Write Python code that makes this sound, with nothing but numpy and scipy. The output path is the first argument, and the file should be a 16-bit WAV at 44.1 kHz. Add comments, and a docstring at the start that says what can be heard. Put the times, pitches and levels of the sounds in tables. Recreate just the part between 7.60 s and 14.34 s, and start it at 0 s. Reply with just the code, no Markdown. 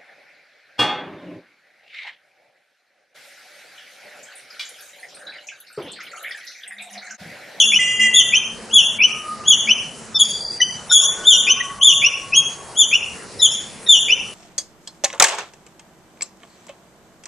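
"""A squirrel on a stone ledge chirps in pairs: an arched note, then a short rising one, of three partials.
Nearby walls return each chirp at once, a far wall a tenth of a second later: smeared noise bursts and a tail.
A hum and thin far tones are sines smeared by scattering; the town's murmur is filtered stereo noise.
A small horn beeps twice as a stack of harmonics; brief squeaks of three harmonics accompany the chirps."""
import sys
import numpy as np
from scipy import signal
from scipy.io import wavfile
from scipy.ndimage import uniform_filter1d, minimum_filter1d

SR = 44100
rng = np.random.default_rng(int(sys.argv[2]) if len(sys.argv) > 2 else 0)


def volts_from_decibels(level):
    """Turn decibel levels (scalar or array-like) into linear amplitude factors."""
    exponent = np.asarray(level, float) / 20
    return 10 ** exponent


def pcm_store(signal):
    """Save signal as 16-bit PCM."""
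    levels = np.round(np.clip(np.atleast_2d(signal), -1, 1) * 32767)
    wavfile.write(sys.argv[1], SR, levels.astype(np.int16).T)


N = 297234
LEAD = SR // 5   # samples of sound before time zero, so that earlier echoes are there

# Arched chirps: (crest time [s], crest pitch [Hz], relative level [dB], full voice before crest [s],
# end after crest [s], extra second harmonic [dB])
ARCHES = [(-0.03, 3457, -4, 0.025, .075, 0), (0.565, 3525, -9, .03, .056, -1),
          (1.149, 3457, -6.5, .012, .088, -3), (1.889, 3450, -7, .012, .054, -2),
          (3.681, 3588, -4, .015, .082, -1), (4.253, 3543, -5.5, .042, .076, -1),
          (5.193, 3527, -10, .016, .048, -1)]
# Chirps led in by a squeak, which start on the crest pitch and only fall: (crest time [s],
# crest pitch [Hz], relative level [dB], full voice before crest [s], end after crest [s],
# extra second harmonic [dB])
FALLS = [(2.6, 3470, -9, .008, .026, 1), (3.345, 3460, -3, .026, .026, 2), (5.828, 3520, -9, .009, .042, 0),
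         (6.301, 3580, -6, .012, .08, -1)]
# Pitch is crest x (1 - (time to crest / climb) ^ bend), then falls by a share of the crest
CLIMB_S, CLIMB_BEND, FALL_SHARE, FALL_S = .12, 1.7, .195, .066
# A faint climb comes before the full voice
WHISPER_S, WHISPER_DB, VOICE_ATTACK_S = .052, -17, .013
# Level sinks as the pitch leaves a point just under the crest, and is lower while it still climbs
FADE_DB_PER_SHARE, LOUDEST_SHARE, CLIMB_DB_PER_SHARE = 78, .03, 90
# Rising chirps: (start [s], length [s], start pitch [Hz], top pitch [Hz], relative level [dB],
# extra second harmonic [dB])
RISES = [(0.119, 0.058, 2320, 2984, -12, 0.5), (0.722, .064, 2316, 3135, -13, -2),
         (1.402, .058, 2400, 3000, -10.5, -3), (2.072, .056, 2270, 3050, -12, 1),
         (3.016, .026, 3000, 3060, -27, 9), (3.411, .05, 2715, 3053, -36, 17),
         (3.868, .056, 2390, 3100, -12, 2.5), (4.423, .056, 2350, 2930, -13, 1),
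         (4.722, .08, 2450, 3270, -16, 3), (5.313, .048, 2324, 2980, -13, -4),
         (5.906, 0.031, 2630, 2910, -49, 26), (6.483, .054, 2330, 3010, -11, -3)]
RISE_WAIT_S, RISE_SLIDE_S = .002, .043
# Swell and fade of a rising chirp: (share of length [0-1], level [dB])
RISE_LEVEL = [(0, -6), (.25, -5), (.55, 0), (.8, -2), (1, -10)]
# Second harmonic over the first: (pitch [Hz], level [dB])
SECOND = [(2300, -35.5), (2550, -15.5), (2950, -8), (3500, -4)]
# Third harmonic over the second, by where it sounds: (its frequency [Hz], level [dB])
THIRD = [(7500, -33), (9000, -26.5), (9800, -11), (10800, -11.5)]
# Hoarser chirps, chosen by their end time: (from [s], to [s], rms phase wobble [rad])
HOARSE = [(2.5, 2.7, 0.4), (3.3, 3.5, 0.45), (5.8, 5.9, 0.3)]

# Wall reflections: (delay [s], level [dB], smear [s])
WALLS = [(.003, -1, 0.0021), (.007, -2, 0.0022), (0.012, -3, 0.0025), (0.032, -17.5, 0.0045),
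         (0.093, -9.5, 0.0034), (0.13, -14, 0.055)]
TAIL_DB, TAIL_T60_S, TAIL_START_S, TAIL_ALIKE = -6.5, 0.57, 0.017, 0.86

# A low hum that wavers and dies away: (time [s], relative level [dB])
HUM = [(0.0, -37), (0.2, -42.5), (0.48, -37.5), (0.6, -50.5), (1.29, -39), (1.6, -52.5), (2.1, -39.5),
       (2.23, -49), (2.41, -42), (3.0, -57.5)]
HUM_HZ = 222.5
# Thin wavering tones from afar: (start [s], loudest [s], end [s], start pitch [Hz], end pitch [Hz],
# relative level [dB])
FAR_TONES = [(1.47, 1.7, 1.95, 1258, 1200, -28.5), (2.56, 2.88, 3.18, 4700, 4760, -25.5),
             (3.4, 3.58, 4.2, 1480, 1490, -36), (3.37, 3.45, 3.7, 1105, 1095, -35.5),
             (3.8, 4.04, 5.12, 1112, 1112, -32)]
FAR_ENDS_DB = -15   # level at both ends under the loudest

# Spectrum of the town noise: (frequency [Hz], relative level per Hz [dB])
TOWN = [(15, -48), (25, -17.5), (160, -4), (223, -5), (302, -11.5), (361, -3.5), (502, -8.5), (600, -9),
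        (773, -10.5), (2310, -16.5), (3130, -29), (4950, -18), (10900, -18.5), (14100, -54), (22000, -120)]
TOWN_DB = -37.5
# Left-right likeness of the town noise: (frequency [Hz], likeness [0-1])
LIKENESS = [(40, .35), (90, .5), (180, .82), (500, .9), (1400, .75), (3000, .82), (10000, .7)]
# Swells of the low-middle murmur: (time [s], relative level [dB])
SWELL = [(0.0, -49.5), (1.12, -43), (1.28, -41.5), (1.71, -47), (2.12, -38), (2.33, -50), (2.91, -53),
         (3.53, -35.5), (3.87, -39), (4.2, -50), (4.35, -45), (4.8, -50), (5.2, -40.5), (5.418, -43.5),
         (5.76, -53), (6.38, -47), (6.74, -48)]

# Horn beeps: (start [s], held [s], relative level [dB], sag [dB/s])
BEEPS = [(0.187, .17, -15, 61), (.393, 0.0624, -13, 5)]
# Horn harmonics: (multiple of the fundamental [1], relative level [dB])
HORN_ORDERS = [(4, -46), (5, 2), (6, -17.5), (7, 0), (8, -7.5), (11, -29.5), (12, -27.5), (13, -28),
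               (14, -28.5), (15, -20), (16, -32), (17, -16), (18, -16), (19, -25), (20, -26.5), (21, -24),
               (22, -29)]
HORN_HZ, HORN_DROOP_HZ, BEEP_ATTACK_S, BEEP_RELEASE_S = 402.7, 8, 0.0078, 0.031
LINGER_DB, LINGER_S, LINGER_LOSS_DB = -28, 0.26, 10   # what hangs on in the street after a beep

# Short steady squeaks: (start [s], length [s], pitch [Hz], relative levels of harmonics 1, 2, 3 [dB])
SQUEAKS = [(1.386, .024, 2320, -16, -50, -60), (4.418, .018, 2340, -12, -50, -60),
           (2.542, .04, 1774, -46, -22, -25), (3.001, 0.011, 1967, -20, -38, -24),
           (3.013, .011, 3020, -10, -14, -36), (3.308, 0.023, 1450, -19.5, -72, -68),
           (3.293, 0.053, 1820, -60, -21.5, -25), (4, 0.018, 1930, -22.5, -47, -48),
           (5.79, 0.03, 1930, -46, -26, -42), (5.785, 0.03, 5200, -34, -44, -84),
           (6.262, 0.017, 1880, -41, -25.5, -38)]

# A band this far under the loudest treble is muted: (frequency [Hz], threshold [dB])
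MASK_DB = [(1400, -51), (1800, -33.5), (4500, -29), (8500, -29), (9500, -47.5)]
CUTOFF_HZ = 10900


def rms_one(x):
    """Normalization: divides a signal by its root mean square."""
    return x / np.sqrt(np.mean(x ** 2) + 1e-20)


def at_hz(points, hz):
    """Interpolation of a frequency table along a logarithmic frequency axis."""
    table_hz, value = np.transpose(points)
    return np.interp(np.log(hz), np.log(table_hz), value)


def ease(share):
    """Half-cosine step from 0 to 1."""
    return .5 - .5 * np.cos(np.pi * np.clip(share, 0, 1))


def drift(rate_hz, size):
    """Low-passed random process: noise through two equal one-pole filters, run in, with rms 1."""
    r = np.exp(-2 * np.pi * rate_hz / SR)
    noise = rng.standard_normal((size // LEAD + 2) * LEAD)
    slow = signal.lfilter([1], [1, -2 * r, r * r], noise)
    return rms_one(slow[-size:])


def stereo(mid, side, alike):
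    """Mid-side synthesis: two channels from unrelated noises, correlated in the degree alike."""
    return np.sqrt(1 + alike) * mid + np.sqrt(1 - alike) * side * [[1], [-1]]


def glide(rows, edge_s):
    """Phase as the integral of frequency: span, pitch, phase, gain, extras from rows (s, Hz, dB, ..)."""
    s, hz, db, *more = np.transpose(rows)
    span = slice(round(s[0] * SR) + LEAD, round(s[-1] * SR) + LEAD)
    t = (np.arange(span.start, span.stop) - LEAD) / SR
    ends = np.clip(np.minimum(t - s[0], s[-1] - t) / edge_s, 0, 1)
    hz = uniform_filter1d(np.interp(t, s, hz), SR // 100, mode="nearest")   # rounds the path's corners
    phase = 2 * np.pi * (np.cumsum(hz) / SR + rng.random())
    gain = np.sqrt(2) * ends * volts_from_decibels(np.interp(t, s, db))   # rms to peak, with soft ends
    return span, hz, phase, gain, [np.interp(t, s, column) for column in more]


def arch(crest, top, db, early, length, bright_db, climbs):
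    """Frequency arch tied to level: a climb (or none), then a fall; rows (s, Hz, dB, second harmonic dB)."""
    first = -max(WHISPER_S, early) if climbs else -early - VOICE_ATTACK_S / 2
    t = np.linspace(first, length, num=60)
    before = climbs * (np.maximum(-t, 0) / CLIMB_S) ** CLIMB_BEND
    after = FALL_SHARE * ease(t / FALL_S)
    hz = top * (1 - before - after)
    level = db - CLIMB_DB_PER_SHARE * before - FADE_DB_PER_SHARE * abs(after - LOUDEST_SHARE)
    level = level + WHISPER_DB * ease((-early - t) / VOICE_ATTACK_S + .5)
    return np.transpose([crest + t, hz, level, bright_db + at_hz(SECOND, hz)])


def rise(start, length, low, top, db, bright_db):
    """Upward frequency sweep: pitch waits, slides up and stays; rows (s, Hz, dB, second harmonic dB)."""
    share = np.linspace(0, 1, num=30)
    hz = low + (top - low) * ease((share * length - RISE_WAIT_S) / RISE_SLIDE_S)
    level = db + np.interp(share, *np.transpose(RISE_LEVEL))
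    return np.transpose([start + length * share, hz, level, bright_db + at_hz(SECOND, hz)])


def chirps(flutter_db=2.5, wobble_rad=0.3, rasp_rad=1.1):
    """Harmonic whistle: three partials of fluttering level and unsteady phase, the third one raspy."""
    out = np.zeros(N + LEAD)
    calls = [arch(*row, True) for row in ARCHES]
    calls += [arch(*row, False) for row in FALLS]
    calls += [rise(*row) for row in RISES]
    for rows in calls:
        span, hz, phase, gain, (second_db,) = glide(rows, edge_s=0.0025)
        size = len(phase)
        end_s = rows[-1][0]
        unsteady = max([wobble_rad] + [rad for low, high, rad in HOARSE if low < end_s < high])
        phase = phase + unsteady * drift(120, size)
        third_db = second_db + at_hz(THIRD, 3 * hz)
        third_phase = 3 * phase + rasp_rad * drift(200, size)
        for db, turn in [(0, phase), (second_db, 2 * phase), (third_db, third_phase)]:
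            out[span] += gain * volts_from_decibels(db + flutter_db * drift(64, size)) * np.sin(turn)
    return out


def yard(x):
    """Reverberation as convolution: walls return smeared bursts and a diffuse tail decays, partly alike."""
    t = np.arange(SR) / SR
    decay = volts_from_decibels(-60 * t / TAIL_T60_S) * np.clip(t / TAIL_START_S, 0, 1)
    envelope = volts_from_decibels(TAIL_DB) * rms_one(decay)
    for delay, db, smear in WALLS:
        burst = rms_one(np.exp(-((t - delay) / smear) ** 2))
        envelope = np.hypot(envelope, volts_from_decibels(db) * burst)   # powers add
    mid, side = rng.standard_normal((2, SR)) * envelope / np.sqrt(SR)
    response = stereo(mid, side, TAIL_ALIKE) / np.sqrt(2)
    low_cut = signal.butter(2, 2000, "high", fs=SR, output="sos")   # low notes scatter less
    x = signal.sosfilt(low_cut, x)
    return signal.fftconvolve(x[None], response, axes=1)[:, :len(x)]


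def far_tones(scatter=0.57, blur_per_hz=0.019):
    """Multipath scattering: a steady sine plus random paths that smear it, more widely the higher it is."""
    out = np.zeros(N + LEAD)
    tones = [[(s, HUM_HZ, db) for s, db in HUM]]
    for start, loudest, end, first_hz, last_hz, db in FAR_TONES:
        s = [start, loudest, end]
        hz = np.interp(s, [start, end], [first_hz, last_hz])
        tones.append(np.transpose([s, hz, db + FAR_ENDS_DB * np.array([1, 0, 1])]))
    for rows in tones:
        span, hz, phase, gain, _ = glide(rows, edge_s=0.016)
        rate_hz = blur_per_hz * hz.mean()
        along = scatter * drift(rate_hz, len(hz))
        across = scatter * drift(rate_hz, len(hz))
        out[span] += gain * ((0.4 + along) * np.sin(phase) + across * np.cos(phase))
    return out[LEAD:]


def town(patchy_db=1.6):
    """Band-filtered noise: half-octave stereo bands, each with its own level, flicker and likeness."""
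    out, edges = 0, 22 * 2 ** np.arange(0, 9.6, .5)
    white = rng.standard_normal((2, 2, N))   # neighbouring bands get unrelated noise
    for k, (low, high) in enumerate(zip(edges, edges[1:])):
        band = signal.butter(2, [low, high], "band", fs=SR, output="sos")
        mid, side = signal.sosfilt(band, white[k % 2])
        hz = np.sqrt(low * high)
        flicker_db = patchy_db * (1.5 + 60 / hz) * drift(5.4, N)   # the bass is lumpier
        gain = volts_from_decibels(at_hz(TOWN, hz) + flicker_db)
        out = out + gain * stereo(mid, side, at_hz(LIKENESS, hz))
    return volts_from_decibels(TOWN_DB) * rms_one(out)


def murmur():
    """Amplitude-modulated noise: a band of dull noise from traffic, rising and falling on its own."""
    s, db = np.transpose(SWELL)
    band = signal.butter(2, [400, 1400], "band", fs=SR, output="sos")
    noise = signal.sosfilt(band, rng.standard_normal(N))
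    return volts_from_decibels(np.interp(np.arange(N) / SR, s, db)) * rms_one(noise)


def horn(fading_db=3.0, wobble_rad=0.035):
    """Buzzing membrane: a harmonic stack whose lines fade in and out on their way through the street."""
    out = np.zeros(N + LEAD)
    for start, held, level_db, sag in BEEPS:
        s = start + np.cumsum([0, BEEP_ATTACK_S, held, BEEP_RELEASE_S, LINGER_S])
        hz = HORN_HZ - HORN_DROOP_HZ * np.array([0, 0, 0, 1, 1])
        level = [LINGER_DB, level_db, level_db - sag * held, LINGER_DB, LINGER_DB - LINGER_LOSS_DB]
        span, _, phase, gain, _ = glide(np.transpose([s, hz, level]), edge_s=0.0034)
        size = len(phase)
        phase = phase + wobble_rad * drift(38, size)
        for k, db in HORN_ORDERS:
            line_db = db - 4.5 + fading_db * drift(23, size)
            out[span] += gain * volts_from_decibels(line_db) * np.sin(k * phase)
    return out


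def squeaks(wobble_rad=0.33):
    """Harmonic synthesis: three harmonics on a nearly fixed pitch under a half-sine swell."""
    out = np.zeros(N + LEAD)
    for s, length, hz, *levels_db in SQUEAKS:
        t = np.arange(round(length * SR)) / SR
        phase = 2 * np.pi * hz * t + wobble_rad * drift(83, len(t))
        tone = sum(volts_from_decibels(db) * np.sin(k * phase) for k, db in enumerate(levels_db, 1))
        swell = np.sqrt(2) * np.sin(np.pi * t / length)
        out[round(s * SR) + LEAD:][:len(t)] += swell * tone
    return out


def scene():
    """Superposition: near sources with their echoes, a little louder on the left, over the distant layers."""
    squirrel = chirps() + squeaks()
    beeps = horn()
    echoes = yard(squirrel + volts_from_decibels(-1.5) * beeps)
    near = volts_from_decibels(-0.5) * (squirrel + beeps + echoes)[:, LEAD:]
    near = near * volts_from_decibels([[.9], [-.9]])   # left, right
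    return near + far_tones() + town() + volts_from_decibels(-3) * murmur()


def mute_weak_bands(x):
    """Spectral gating: frame by frame, stretches of the spectrum far below the loudest treble are shut."""
    hz, _, z = signal.stft(x, SR, nperseg=2048)
    power = uniform_filter1d(np.mean(np.abs(z) ** 2, axis=0), size=7, axis=0)
    loudest = power[hz > 1900].max(axis=0)
    threshold = volts_from_decibels(2 * at_hz(MASK_DB, hz + 1))[:, None] * loudest   # twice the dB: a power ratio
    weak = power < threshold
    return signal.istft(z * ~weak, SR, nperseg=2048)[1][:, :N]


def top_cut(x):
    """Nothing passes above the cut-off."""
    return signal.sosfilt(signal.butter(12, 11030, fs=SR, output="sos"), x)


def record(dry):
    """Gating, low-pass filtering and limiting: only the tips of peaks reach full scale."""
    low_pass = signal.ellip(12, 1, 60, CUTOFF_HZ, fs=SR, output="sos")   # steep
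    x = signal.sosfilt(low_pass, mute_weak_bands(dry))
    # The fast limiter aims 0.9 dB above full scale, and the tips are clipped
    room_left = np.minimum(1, volts_from_decibels(.9) / (np.abs(x).max(axis=0) + 1e-9))
    gain = uniform_filter1d(minimum_filter1d(room_left, size=265), size=265)
    mix = np.clip(x * gain, -1, 1)
    return top_cut(mix)


dry = scene()
out = record(dry)
pcm_store(out)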